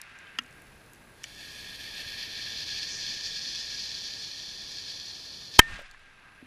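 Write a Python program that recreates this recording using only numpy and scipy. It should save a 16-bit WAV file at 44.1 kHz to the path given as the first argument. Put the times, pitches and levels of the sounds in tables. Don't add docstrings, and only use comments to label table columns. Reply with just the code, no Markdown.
import sys
import numpy as np
from scipy import signal
from scipy.fft import rfft, irfft
from scipy.io import wavfile
from scipy.ndimage import uniform_filter1d

SR = 44100
rng = np.random.default_rng(int(sys.argv[2]) if len(sys.argv) > 2 else 0)


def wav_out(sig):
    wavfile.write(sys.argv[1], SR, np.round(np.clip(np.atleast_2d(sig).T, -1, 1) * 32767).astype(np.int16))


def nominal_scale(level):
    x = np.asarray(level, float) / 20
    return 10 ** x


N = 284886
EARLIER_S, EARLIER_DB = -0.79, 6.5
BLAST_S, BLAST_DB, BLAST_T60_S = 5.5917, 24, 0.013


def rms_one(x):
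    return x / np.sqrt(np.mean(x ** 2) + 1e-20)


def levels(rows):
    s, *columns = np.transpose(rows)
    t = np.arange(N) / SR
    return [nominal_scale(np.interp(t, s, column, left=-200, right=-200)) for column in columns]


def bump(t, length):
    return np.exp(-0.5 * (t / length) ** 2)


def drift(rate):
    r = np.exp(-2 * np.pi * rate / SR)
    slow = signal.lfilter([1], [1, -2 * r, r * r], rng.standard_normal(N + SR))
    slower = uniform_filter1d(slow, size=int(3 * SR / rate))
    return rms_one((slow - slower)[SR:])


def coloured(x, spectrum, edges, notches=()):
    hz = np.arange(1, N // 2 + 2) * SR / N
    spectrum_hz, spectrum_db = np.transpose(spectrum)
    db = np.interp(np.log(hz), np.log(spectrum_hz), spectrum_db)
    for centre, width, depth_db in notches:
        db += depth_db / (1 + (2 * (hz - centre) / width) ** 2)
    shaped = rfft(x) * nominal_scale(db)
    below = [0 * hz] + [1 / (1 + (hz / edge) ** 16) for edge in edges] + [1 + 0 * hz]
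    return [rms_one(irfft(shaped * np.sqrt(high - low), N)) for low, high in zip(below, below[1:])]


def ring(hz, t60, length=0.6):
    t = np.arange(int(length * SR)) / SR
    return np.sin(2 * np.pi * hz * t) * nominal_scale(-60 * t / t60)


def add(out, s, sound):
    i = round(s * SR)
    out[i:i + len(sound)] += sound[:N - i]


# pitch_hz, level_db (per Hz)
WOODS = [(240, -61), (400, -28.5), (599, -22), (753, -12.5), (947, -12.5), (1560, -9), (1740, -7.5),
         (2640, -9.5), (3100, -21.5), (3450, -21.5), (10000, -41), (13000, -85.5), (22000, -120)]
# pitch_hz, width_hz, level_db
PORT = [
    (1607, 78, 11.5),
    (2030, 200, 1),
    (2580, 350, 0.5),
]
# after_blast_s, level_db
ECHO = [
    (.02, -49.5),
    (0.081, -52),
    (.095, -45),
    (.17, -44.5),
    (.24, -52.5),
    (.38, -58.5),
    (1.06, -59.5),
    (1.56, -69),
    (2.1, -72),
]
# level_db, loss_db_per_s, nearest_trunks_db, nearest_trunks_t60_s
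ECHO_PARTS = [
    (-10.5, -2, -47, .17),
    (-2, 2.5, -61.5, 0.13),
    (-5, -6, -48, 0.31),
]


def woods():
    far_s, far_db, far_length_s = 0.675, 10.5, 0.055
    lumpy = rng.standard_normal(N) * nominal_scale(1.1 * drift(45))
    parts = coloured(lumpy, WOODS, [1300, 3200], PORT)
    out = np.zeros(N)
    for s, blast_db in [(EARLIER_S, EARLIER_DB), (BLAST_S, 0)]:
        after = np.arange(N) / SR - s
        echo, = levels([(s + lag, db + blast_db) for lag, db in ECHO])
        late = [nominal_scale(far_db * bump(after - far_s, far_length_s)), 1, 1]
        for (db, loss_db, near_db, t60), far, part in zip(ECHO_PARTS, late, parts):
            near = (after > ECHO[0][0]) * nominal_scale(near_db - 60 * np.abs(after) / t60)
            spread = echo * far * nominal_scale(db + loss_db * after)
            out += np.hypot(spread, near) * part
    return out


# after_blast_s, level_db
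DUCK = [
    (.215, -0.5),
    (.245, -11),
    (.6, -8),
    (.87, -5),
    (1.06, -3),
    (1.38, 0.5),
]


def gain_control():
    t = np.arange(N) / SR
    duck_db = sum(np.interp(t - s, *np.transpose(DUCK)) for s in (EARLIER_S, BLAST_S))
    struck = (t > BLAST_S) * (t < BLAST_S + DUCK[1][0])
    return duck_db, struck


# pitch_hz, level_db (per Hz)
AIR_COLOUR = [(12, -26.5), (20, 0), (129, -1), (180, -3.5), (314, -6.5), (1070, -12), (1620, -15),
              (1860, -18.5), (8370, -26.5), (10500, -26.5), (11400, -30), (12400, -27), (15400, -34.5)]


def air():
    duck_db, struck = gain_control()
    rumble, hiss = coloured(rng.standard_normal(N), AIR_COLOUR, [4000])
    flame_roar = nominal_scale(-14.5 + 2.5) * jet_gains()[0]
    rumble_gain = np.hypot(nominal_scale(-56.5 + duck_db), flame_roar)
    hiss_db = -66.5 + np.minimum(1.9 * duck_db, -5.5 * struck)
    return rumble_gain * rumble + nominal_scale(hiss_db) * hiss


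def whine():
    whine_hz, frame_hz = 11000, 50
    t = np.arange(N) / SR
    duck_db, struck = gain_control()
    pulsing = 1
    for k, side in enumerate([0.4, 0.18, 0.12, 0.06], start=1):
        pulsing = pulsing + side * np.exp(-2j * np.pi * k * frame_hz * t)
    tone = np.sqrt(2) * np.real(pulsing * np.exp(2j * np.pi * whine_hz * t))
    return nominal_scale(-73 + np.minimum(duck_db, -9 * struck)) * tone


# start_s, peak_db, pitch_hz, t60_s
TICKS = [(0.0144, -29.5, 7300, 0.0082), (0.0961, -56, 5910, 0.012), (0.1869, -41.5, 5600, 0.01),
         (0.2534, -61, 5340, 0.012), (0.2692, -57, 4510, 0.012), (0.4218, -50, 5570, 0.012),
         (0.4354, -48, 5030, 0.012), (0.4612, -49, 5380, 0.012), (0.5081, -49, 5700, 0.012),
         (0.5254, -49, 6020, 0.012), (0.619, -47, 9640, 0.011), (0.6684, -49, 6740, 0.012),
         (0.8613, -49, 6020, 0.012), (0.933, -39, 9450, 0.011), (0.946, -49, 6090, 0.012),
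         (0.9574, -55, 5200, 0.012), (1.2342, -35, 6500, 0.014), (1.239, -29.5, 5650, 0.016),
         (1.247, -38, 5360, 0.013), (5.797, -52, 11500, .01), (5.819, -49, 9000, 0.011),
         (5.911, -41.5, 4500, 0.01), (5.911, -49, 10000, 0.01), (5.9934, -56, 8960, 0.011),
         (6.349, -54.5, 7000, .012), (6.359, -60, 7030, .012)]


def ticks():
    out, t = np.zeros(N), np.arange(2000) / SR
    for s, db, hz, t60 in TICKS:
        noise = rng.standard_normal(len(t))
        band = signal.butter(2, [hz / 1.5, min(hz * 1.5, 0.45 * SR)], "band", fs=SR, output="sos")
        burst = signal.sosfilt(band, noise * nominal_scale(-60 * t / t60))
        add(out, s + 0.001094, nominal_scale(db) * burst / np.abs(burst).max())
    return out


# start_s, peak_db, pitch_hz, t60_s
KNOCKS = [(.097, -50, 1900, .04), (.27, -39, 3100, 0.027), (.365, -39, 1590, .03),
          (0.389, -40, 246.4, 0.21), (1.2418, -27.5, 1840, 0.02), (1.2418, -24, 2280, 0.015),
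          (1.2413, -25, 3050, 0.019), (1.24, -14.5, 5700, .007), (1.2352, -39.5, 5530, .01),
          (5.616, -19, 2300, 0.013), (5.617, -34, 3300, .015), (5.767, -39, 3100, 0.053),
          (5.791, -35, 586, 0.043), (5.814, -42, 564, 0.068), (5.9455, -42, 1100, .015),
          (5.946, -35, 1740, 0.023), (6.426, -40, 259, .14)]


def knocks():
    out = np.zeros(N)
    rise = 1 - np.exp(-np.arange(int(0.6 * SR)) / SR / 0.0004)
    for s, db, hz, t60 in KNOCKS:
        pair = ring(hz, t60) + 0.74 * ring(1.13 * hz, 0.55 * t60)
        add(out, s, nominal_scale(db - 5) * rise * pair)
    return out


# pitch_hz, level_db, t60_s
CRACK = [(1040, -22, 0.035), (1350, -13, 0.024), (1640, -29, 0.089), (1873, -14, 0.037), (2270, -16, 0.014),
         (2860, 1, 0.025), (3180, -19, 0.025), (4600, -19, 0.0091), (4970, -16, 0.016),
         (6200, -17.5, 0.025), (6640, -37, 0.016)]


def chip_crack():
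    start_s, level_db, low_hz = 0.3865, -19.5, 875
    out, t = np.zeros(N), np.arange(400) / SR
    thin = signal.butter(4, low_hz, "high", fs=SR, output="sos")
    for hz, db, t60 in CRACK:
        chatter = rng.standard_normal(len(t)) * nominal_scale(-60 * t / 0.026)
        chatter[int(0.0008 * SR)] = 9.0
        chatter[int(0.0036 * SR)] = 3.0
        tone = signal.sosfilt(thin, np.convolve(chatter, ring(hz, 0.9 * t60, 0.1)))
        add(out, start_s, nominal_scale(level_db + db - 17) * tone)
    return out


# time_s, level_db
VIGOUR = [
    (1.14, -78),
    (1.27, -57.5),
    (1.5, -51),
    (2.05, -44.5),
    (2.7, -37.5),
    (3.3, -39),
    (3.85, -39),
    (4.5, -43.5),
    (4.88, -42),
    (5.58, -47.5),
]
# time_s, level_db, length_s
SPURTS = [(1.41, 1, 0.038), (1.695, 0.5, 0.0085), (1.78, -3.5, 0.026), (1.806, 2.5, 0.012),
          (2.015, 2, 0.025), (2.347, -1.5, 0.036), (2.623, -0.5, 0.015), (2.652, -3.5, 0.011),
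          (2.686, 0.5, .015), (3.105, 1.5, 0.027), (3.226, -1.5, 0.028), (3.26, 4, 0.012),
          (5.561, 10, 0.013)]
# sinking_s, open_air_db, sunk_db, later_sag_db_per_s, share_of_spurts
JET_PARTS = [
    (2.28, 2.5, -6.5, -1.45, 1.2),
    (2.3, -1.4, -1.5, 0.1, 0.9),
    (2.85, -14, -5.5, -2.3, 1),
    (1.8, -7, -25, 0.6, 1.1),
    (2.3, -10.5, -28, 0.7, 0.9),
]
FLARE_DB = [
    0,
    -11,
    7.5,
    2,
    -3,
]


def jet_gains():
    t = np.arange(N) / SR
    vigour, = levels(VIGOUR)
    spurt_db = sum(db * bump(t - s, length) for s, db, length in SPURTS)
    flare = bump(t - 2.94, 0.04)
    gains = []
    for (s, open_db, sunk_db, sag_db, share), flare_db in zip(JET_PARTS, FLARE_DB):
        sunk = 0.5 + 0.5 * np.tanh((t - s) / 0.24 / 2)
        depth_db = open_db + (sunk_db - open_db) * sunk
        later_db = sag_db * np.maximum(t - s, 0)
        gains.append(vigour * nominal_scale(depth_db + later_db + share * spurt_db + flare_db * flare))
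    return gains


# pitch_hz, level_db (per Hz)
JET = [(760, -61), (1300, -37.5), (1520, -17), (1770, -10), (2030, -19), (2300, -13.5), (2800, -15),
       (3440, -3.5), (3780, 0), (4370, 0), (5830, -4.5), (7480, -25.5), (9590, -32), (11300, -24.5),
       (15400, -40.5)]
# pitch_hz, width_hz, level_db
NOTCHES = [(1400, 330, -21), (1659, 80, 10.5), (1830, 100, 6), (1949, 47, -15), (2090, 69, -9.5),
           (2900, 71, -13), (3770, 250, -10.5), (3486, 150, 4.5), (4380, 150, 5), (5460, 200, -7.5),
           (6250, 91, -22.5), (6750, 400, 5), (7600, 810, -3), (8250, 400, 9), (8680, 250, -11.5),
           (9640, 300, -8.5), (11800, 500, -7), (12800, 700, 0), (14700, 370, -3.5)]


def fuse():
    grains = (rng.random(N) < 400 / SR) * rng.exponential(1, N)
    spit = grains * rng.choice([-1, 1], N)
    jet = rng.standard_normal(N) + 0.31 * rms_one(spit)
    flutter_db = 0.76 * drift(16) + 0.43 * drift(45)
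    parts = coloured(jet * nominal_scale(flutter_db), JET, [2880, 5300, 7490, 9600], NOTCHES)
    return sum(gain * part * nominal_scale(0.48 * drift(10)) for gain, part in zip(jet_gains(), parts))


def hiss_swell():
    swell_hz, level_db, rise_s = 5000, -10, 0.0022
    out, t = np.zeros(N), np.arange(600) / SR
    band = signal.butter(1, [0.85 * swell_hz, 0.93 * swell_hz], "band", fs=SR)
    hiss = rms_one(signal.lfilter(*band, rng.standard_normal(len(t))))
    add(out, BLAST_S - len(t) / SR, nominal_scale(level_db) * hiss * np.exp(-t[::-1] / rise_s))
    return out


# pitch_hz, level_db, t60_s
HOUSING = [(420, -6, .014), (663, -13, .012), (942, -11.5, .021), (982, 0.5, 0.022), (1286, -7.5, 0.044),
           (1630, -6, 0.043), (1830, -11, 0.046), (2087, -9.5, 0.032), (2565, -3, 0.024), (3100, 1, 0.024),
           (3668, -2.5, 0.016), (4790, -7, 0.015), (5700, -3, 0.015), (6230, -3, .005), (7520, -25, .02),
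           (9100, -28, 0.013), (11210, -36.5, 0.026)]
# level_db, time_constant_s
REBOUND = [
    (-19, .007),
    (-40.5, .05),
]


def blast():
    suction_s, suction_length_s, suction_db = 0.0027, 0.00067, 1.5
    out, t = np.zeros(N), np.arange(3000) / SR
    roar = rng.standard_normal(len(t)) * nominal_scale(-60 * t / BLAST_T60_S)
    shock = 0.19 * np.diff(roar)
    shock[0] = 1
    body = sum(nominal_scale(db) * signal.fftconvolve(shock, ring(hz, 0.55 * t60, 0.05)) for hz, db, t60 in HOUSING)
    add(out, BLAST_S, -nominal_scale(BLAST_DB) * body / np.abs(body).max())
    band = signal.butter(2, [3500, 7300], "band", fs=SR, output="sos")
    crack = signal.sosfilt(band, np.diff(roar)) * np.exp(-t[1:] / 0.002)
    add(out, BLAST_S, nominal_scale(9.5) * crack)
    slap = signal.lfilter([0.5], [1, -0.5], roar)
    add(out, BLAST_S + 0.0085, nominal_scale(-17) * slap)
    add(out, BLAST_S, -nominal_scale(suction_db) * bump(t - suction_s, suction_length_s))
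    settle = np.arange(SR // 4) / SR
    rebound = sum(nominal_scale(db) * np.exp(-settle / tau) for db, tau in REBOUND)
    add(out, BLAST_S + 1.5 * suction_s, rebound)
    return out


# delay_s, pitch_hz, level_db, t60_s
AFTER_RINGS = [
    (.004, 1815, -28, 0.43),
    (.004, 1790, -12, .04),
    (.111, 12.4, -41, .3),
    (.205, 15.6, -49, 1.7),
    (.229, 31.2, -58, 1.3),
    (.237, 46.8, -67, 1.5),
]
# time_s, level_db
SHAKE = [
    (5.625, -45),
    (5.651, -57),
    (5.711, -46),
    (5.749, -49),
    (5.815, -64),
    (5.86, -82),
]


def shaken_mount():
    out = np.zeros(N)
    for delay, hz, db, t60 in AFTER_RINGS:
        add(out, BLAST_S + delay, nominal_scale(db) * ring(hz, t60, 0.9))
    colour = [(20, -3.5), (60, 0), (120, -11.5), (300, -17.5), (900, -51.0)]   # Hz, dB per Hz
    rumble, = coloured(rng.standard_normal(N), colour, [])
    return out + levels(SHAKE)[0] * rumble


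def scene():
    background = woods() + air() + whine()
    debris = ticks() + knocks() + chip_crack()
    firecracker = fuse() + hiss_swell() + blast() + shaken_mount()
    return (background + debris + firecracker)[None]


def top_cut(x):
    return signal.sosfilt(signal.butter(12, 15590, fs=SR, output="sos"), x)


def record(dry):
    overloaded = dry / (1 + dry ** 4) ** 0.25
    low_pass = signal.cheby2(14, 20, 15330, fs=SR, output="sos")
    return top_cut(signal.sosfiltfilt(low_pass, overloaded))


dry = scene()
out = record(dry)
wav_out(out)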